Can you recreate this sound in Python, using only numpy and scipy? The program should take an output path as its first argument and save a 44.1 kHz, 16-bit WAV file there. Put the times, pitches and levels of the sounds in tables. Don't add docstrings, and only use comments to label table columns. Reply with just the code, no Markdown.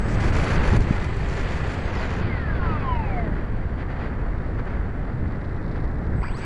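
import sys
import numpy as np
from scipy import signal
from scipy.fft import rfft, irfft, next_fast_len
from scipy.io import wavfile
from scipy.ndimage import uniform_filter1d, map_coordinates

SR = 44100
rng = np.random.default_rng(int(sys.argv[2]) if len(sys.argv) > 2 else 0)


def inscribe(sig):
    pcm = np.round(np.clip(np.atleast_2d(sig).T, -1, 1) * 32767)
    wavfile.write(sys.argv[1], SR, pcm.astype(np.int16))


N = 284445

# (start [s], end [s], tap level [dB], fizz level [dB])
BURSTS = [(.08, .155, -70, -48.5), (0.201, 0.31, -57, -46), (0.328, 0.465, -52.5, -46),
          (0.472, .57, -50, -45), (.585, .64, -67, -52.5), (0.637, .775, -51, -47.5),
          (.8, 0.842, -66, -50.5), (0.877, 0.983, -62, -54), (0.998, 1.07, -59, -55),
          (1.16, 1.223, -62, -63), (1.28, 1.444, -62, -51.5), (1.488, 1.607, -64, -53),
          (1.664, 1.75, -61, -55), (1.92, 2.2, -78, -54), (6.365, 6.4, -66, -57)]
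# (time [s], shaft speed [turns/s])
RESTART = [(6.21, 8), (6.223, 22), (6.255, 53), (6.315, 87.5), (6.34, 108), (6.38, 149.5), (6.4, 165),
           (6.45, 186)]


def amp(db):
    return 10 ** (np.asarray(db) / 20)


def unit(x):
    return x / np.sqrt(np.mean(x ** 2) + 1e-20)


def curves(rows):
    times, *columns = np.transpose(rows)
    return [np.interp(np.arange(N) / SR, times, column) for column in columns]


def wobble(rate):
    knots = rng.standard_normal(int(N * rate / SR) + 4)
    return map_coordinates(knots, [np.arange(N) * rate / SR])


def swells(rows):
    t = np.arange(N) / SR
    return sum(height * np.exp(-((t - at) / width) ** 2) for at, width, height in rows)


def gate(start, end, ramp_s=0.019):
    t = np.arange(N) / SR
    return np.clip(np.minimum(t - start, end - t) / ramp_s + .5, 0, 1)


def filtered(x, response):
    size = next_fast_len(N + SR // 2)
    return irfft(rfft(x, size) * response(np.fft.rfftfreq(size, 1 / SR)), size)[:N]


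def coloured(x, spectrum):
    points_hz, db = np.transpose(spectrum)
    return unit(filtered(x, lambda hz: amp(np.interp(np.log(hz + 1), np.log(points_hz), db))))


def noise(spectrum):
    return coloured(rng.standard_normal(N), spectrum)


def ring(blows, modes):
    t = np.arange(SR // 20) / SR
    response = sum(amp(db - 60 * t / t60) * np.sin(2 * np.pi * hz * t) for hz, db, t60 in modes)
    return signal.fftconvolve(blows, response / np.abs(response).max())[:N]


def shaft_speed():
    # (time [s], shaft speed [turns/s])
    cruise = [(0, 164), (.05, 188), (.12, 198), (.35, 209), (.7, 213), (1.3, 197.8), (1.74, 198),
              (1.9, 175), (2.05, 108), (2.17, 78)]
    coast_start_s, braking_per_s = 2.3, .6
    coast_speed, knee_speed, windmill_speed = 60.3, 32, 8
    times = np.linspace(coast_start_s, RESTART[0][0], num=200, endpoint=False)
    slowing = np.arctan(coast_speed / knee_speed) - braking_per_s * (times - coast_start_s)
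    coast = np.maximum(knee_speed * np.tan(slowing), windmill_speed)
    return curves(np.vstack([cruise, np.column_stack([times, coast]), RESTART]))[0]


def wind(speed, turns):
    # (time [s], buffet level [dB], rush level [dB], hiss level [dB])
    airflow = [(0, -22.5, -35, -49.5), (.25, -19.5, -31.5, -41), (.52, -18.5, -28, -35),
               (.765, -18.5, -30, -40.5), (.79, -18, -39, -47), (.92, -25, -32.5, -41.5),
               (1.15, -23.5, -37.5, -45), (1.4, -25, -34, -42), (1.8, -24.5, -34.5, -44),
               (2.02, -24.5, -32.5, -41), (2.3, -23.5, -36, -46), (2.7, -23, -35.5, -50.5),
               (3.28, -22.5, -38, -53), (3.65, -26.5, -40.5, -55.5), (4.4, -24.5, -39.5, -57.5),
               (4.88, -26, -40.5, -58.5), (6.15, -23.5, -40.5, -64.5), (6.45, -28.5, -39.5, -46)]
    # (frequency [Hz], relative spectral density [dB])
    buffet_spectrum = [(8, -3), (25, 0.5), (55, 0), (100, -3.5), (170, -9.5), (280, -15.5), (450, -21.5),
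                       (900, -33.5), (2000, -70.5)]
    rush_spectrum = [(150, -28), (350, 4.5), (550, 2), (900, 0), (1300, -1), (1700, -1), (2050, -4),
                     (2350, -16), (2900, -26.5), (5000, -60)]
    hiss_spectrum = [(900, -5), (1700, 1.5), (2450, 6.5), (2800, 0.5), (3200, -0.5), (3700, -5),
                     (4200, -6.5), (4600, -4), (5200, -17.5), (7000, -35), (10000, -38)]
    fizz_spectrum = [(3000, -3), (5000, -3), (5900, -1.5), (6600, -4), (7200, -3), (7800, -12),
                     (8600, -25.5), (9700, -10), (10400, -18.5), (11600, -21.5)]
    # (time [s], half-width [s], rise of the hiss [dB])
    gusts = [(2.7, 0.047, 5.5), (3.81, .035, 7), (3.92, .02, 6), (4.03, 0.06, 9), (4.595, 0.014, 9.5),
             (4.71, 0.069, 6), (5.25, 0.016, 2), (5.77, 0.022, 7.5)]
    # (time [s], half-width [s], level [dB])
    large_eddies = [(.75, 0.039, -18.5), (2.25, .12, -29.5), (2.72, 0.063, -30), (3.271, 0.056, -29.5),
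                    (4.519, 0.045, -34.5), (5.24, 0.047, -28.5), (6.12, 0.076, -30.5)]
    # (frequency [Hz], relative spectral density [dB])
    thump_spectrum = [(20, -5), (60, 3), (170, 2.5), (300, -6.5), (450, -10.5), (900, -51), (3000, -120)]
    buffet_db, rush_db, hiss_db = curves(airflow)
    gust_db = swells(gusts)
    eddies, flutter = wobble(28), wobble(170)
    relative_speed = speed / speed.max()
    chop = relative_speed * np.cos(2 * np.pi * turns)
    puffs = amp(db=6 * chop)
    puffs /= np.sqrt(uniform_filter1d(puffs ** 2, size=SR // 25))
    stream = amp(-73 + 0.45 * (hiss_db - hiss_db.mean()) + gust_db)
    wash = amp(-58) * np.maximum(gate(start=0, end=2.22), relative_speed ** 2)
    buzz = sum(amp(db) * gate(start, end) for start, end, _, db in BURSTS)
    fizz_level = np.sqrt(stream ** 2 + wash ** 2 + buzz ** 2)
    buffet = amp(buffet_db) * noise(buffet_spectrum)
    rush = amp(rush_db + 0.53 * gust_db) * unit(noise(rush_spectrum) * amp(0.6 * eddies + 0.92 * flutter))
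    hiss_flicker = amp(0.98 * eddies + 1.2 * flutter + 0.89 * chop)
    hiss = amp(hiss_db + gust_db) * unit(noise(hiss_spectrum) * hiss_flicker)
    fizz = fizz_level * unit(noise(fizz_spectrum) * amp(0.46 * eddies + 1.5 * flutter) * puffs)
    thumps = swells([(at, width, amp(db)) for at, width, db in large_eddies]) * noise(thump_spectrum)
    return buffet + thumps + rush + hiss + fizz


def airframe(hz):
    # (frequency [Hz], bandwidth [Hz], peak gain [dB])
    resonances = [(590, 70, -15), (712, 45, -6), (970, 70, -7), (1050, 80, 3.5), (1310, 150, -5.5),
                  (1650, 80, -6), (1950, 90, -14), (2110, 110, -11), (2280, 90, -17), (2560, 160, -18),
                  (2980, 250, -23), (4650, 700, -16), (7100, 900, -29)]
    notch_hz, notch_half_width_hz, notch_db = 1135, 49, -13
    notch = amp(notch_db * np.exp(-((hz - notch_hz) / notch_half_width_hz) ** 2))
    power = sum(amp(db) ** 2 / (1 + (2 * (hz - centre) / width) ** 2) for centre, width, db in resonances)
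    return notch * np.sqrt(power)


def motor(speed, turns):
    # (shaft speed [turns/s], level [dB])
    drive = [(8, -70), (13, -38), (19, -26.5), (58, -26.5), (68, -34), (95, -33), (125, -30), (150, -38),
             (185, -36), (210, -41)]
    # (order [cycles/turn], relative level [dB])
    cogging = [(27, -8), (36, 0), (72, -9), (81, -6), (99, -10), (108, -4.5), (110, -7)]
    # (order [cycles/turn], level at full speed [dB])
    propeller = [(2, -42), (4, -51), (9, -51.5), (10, -48), (11, -55), (12, -58)]
    slots, bell_hz, full_load_acceleration = 9, 2400, 300
    load = np.clip(np.gradient(speed) * SR / full_load_acceleration, 0, 1)
    load_db = load * (.7 + 3 * wobble(200))
    whine_db = np.interp(speed, *np.transpose(drive)) + load_db
    eccentricity = 1 + 0.31 * np.sin(2 * np.pi * turns)
    angle = turns + 0.00047 * wobble(66)
    tones = amp(-38) * load * airframe(slots * speed) * np.sin(2 * np.pi * slots * angle)
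    for order, db in cogging:
        hz = order * speed
        is_overtone = order > 36
        flutter_db = 4 if is_overtone else 2.2
        bell = 1 / (1 + is_overtone * (np.log(hz / bell_hz) / .3) ** 4)
        level = amp(whine_db + db + flutter_db * wobble(30)) * eccentricity * airframe(hz) * bell
        tones += level * np.sin(2 * np.pi * order * angle)
    for order, db in propeller:
        level = amp(db + 2.2 * wobble(8)) * (speed / speed.max()) ** 3
        tones += level * np.sin(2 * np.pi * order * turns + 0.45 * wobble(22))
    return tones


def controller(turns):
    # (time [s], level [dB])
    whistle_levels = [(0, -57), (.8, -66), (1.88, -65), (1.96, -110), (6.13, -110), (6.165, -68),
                      (6.23, -62), (6.45, -56.5)]
    # (frequency [Hz], relative level [dB], 60 dB decay time [s])
    pylon_modes = [(1000, -7, 0.024), (1620, -5, 0.019), (2330, -3.5, 0.015), (4700, -10, .012)]
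    # (time [s], half-width [s], level [dB])
    surges = [(6.235, 0.02, -39), (6.28, 0.027, -40), (6.39, .012, -52), (6.44, 0.028, -43.5)]
    switching_hz, kicks_per_turn, cutoff_hz = 8011, 12, 5600
    t = np.arange(N) / SR
    whistle = amp(curves(whistle_levels)[0] + .6 * wobble(37)) * np.sin(2 * np.pi * switching_hz * t)
    kicks = np.diff(np.floor(kicks_per_turn * turns), prepend=0) * rng.standard_normal(N)
    strain = swells([(at, width, amp(db)) for at, width, db in surges])
    rasp = filtered(ring(kicks, pylon_modes), lambda hz: 1 / (1 + (hz / cutoff_hz) ** 12))
    return whistle + strain * rasp / rasp[t > RESTART[0][0]].std()


def mount_rattle(turns):
    # (frequency [Hz], relative level [dB], 60 dB decay time [s])
    case_modes = [(2420, 9.5, .005), (4570, 3.5, .008), (5600, -0.5, 0.0022), (6160, -3, .003),
                  (7100, -3, .004), (9480, -2.5, 0.0061)]
    # (time [s], peak level [dB])
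    knocks = [(0.1146, -36.5), (0.2078, -30), (0.336, -28.5), (0.7646, -26), (0.7684, -24), (0.7752, -32),
              (0.8066, -26), (1.746, -36), (4.656, -42.5), (6.3154, -40), (6.368, -40), (6.3834, -33)]
    once_a_turn = np.diff(np.floor(turns), prepend=0)
    taps = once_a_turn * amp(3.3 * rng.standard_normal(N) + 2.3 * wobble(25))
    tap_level = sum(amp(db) * gate(start, end) for start, end, db, _ in BURSTS)
    blows = np.zeros(N)
    for at, db in knocks:
        blows[round(at * SR)] = amp(db)
    return tap_level * unit(ring(taps, case_modes)) + ring(blows, case_modes)


def wing_slap(at_s=0.91, half_width_s=0.0023, push_hz=150, peak_db=-5):
    t = np.arange(N) / SR - at_s
    return -amp(peak_db) * np.exp(-(t / half_width_s) ** 2) * np.cos(2 * np.pi * push_hz * t)


def crackle(ticks_per_s=260):
    # (time [s], half-width [s], level [dB])
    patches = [(2.85, .35, -64.5), (4.45, 0.13, -65), (5.65, 0.6, -63.5)]
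    # (frequency [Hz], relative level [dB])
    spectrum = [(500, -13.5), (2000, -17), (3800, 5), (4800, 0.5), (5800, -10.5), (7000, -24),
                (11000, -28.5)]
    ticks = (rng.random(N) < ticks_per_s / SR) * amp(3 * rng.standard_normal(N))
    level = swells([(at, width, amp(db)) for at, width, db in patches])
    return level * coloured(ticks, spectrum)


def scene():
    speed = shaft_speed()
    turns = np.cumsum(speed) / SR
    mix = wind(speed, turns) + motor(speed, turns) + controller(turns) + mount_rattle(turns)
    return (mix + wing_slap() + crackle())[None]


def record(dry):
    # (frequency [Hz], level [dB])
    whistles = [(5649, -80.5), (7410, -81), (9600, -84.5)]
    rolloff_hz, band_limit_hz = 10200, 11655
    floor = amp(-76.5) * noise([(100, 1.5), (5000, 2), (9700, -2), (11600, 0.5)])
    floor += sum(amp(db) * np.sin(2 * np.pi * hz * np.arange(N) / SR) for hz, db in whistles)
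    dull = filtered(dry[0] + floor, lambda hz: 1 / np.sqrt(1 + (hz / rolloff_hz) ** 28))
    return filtered(dull, lambda hz: hz < band_limit_hz)[None]


dry = scene()
out = record(dry)
inscribe(out)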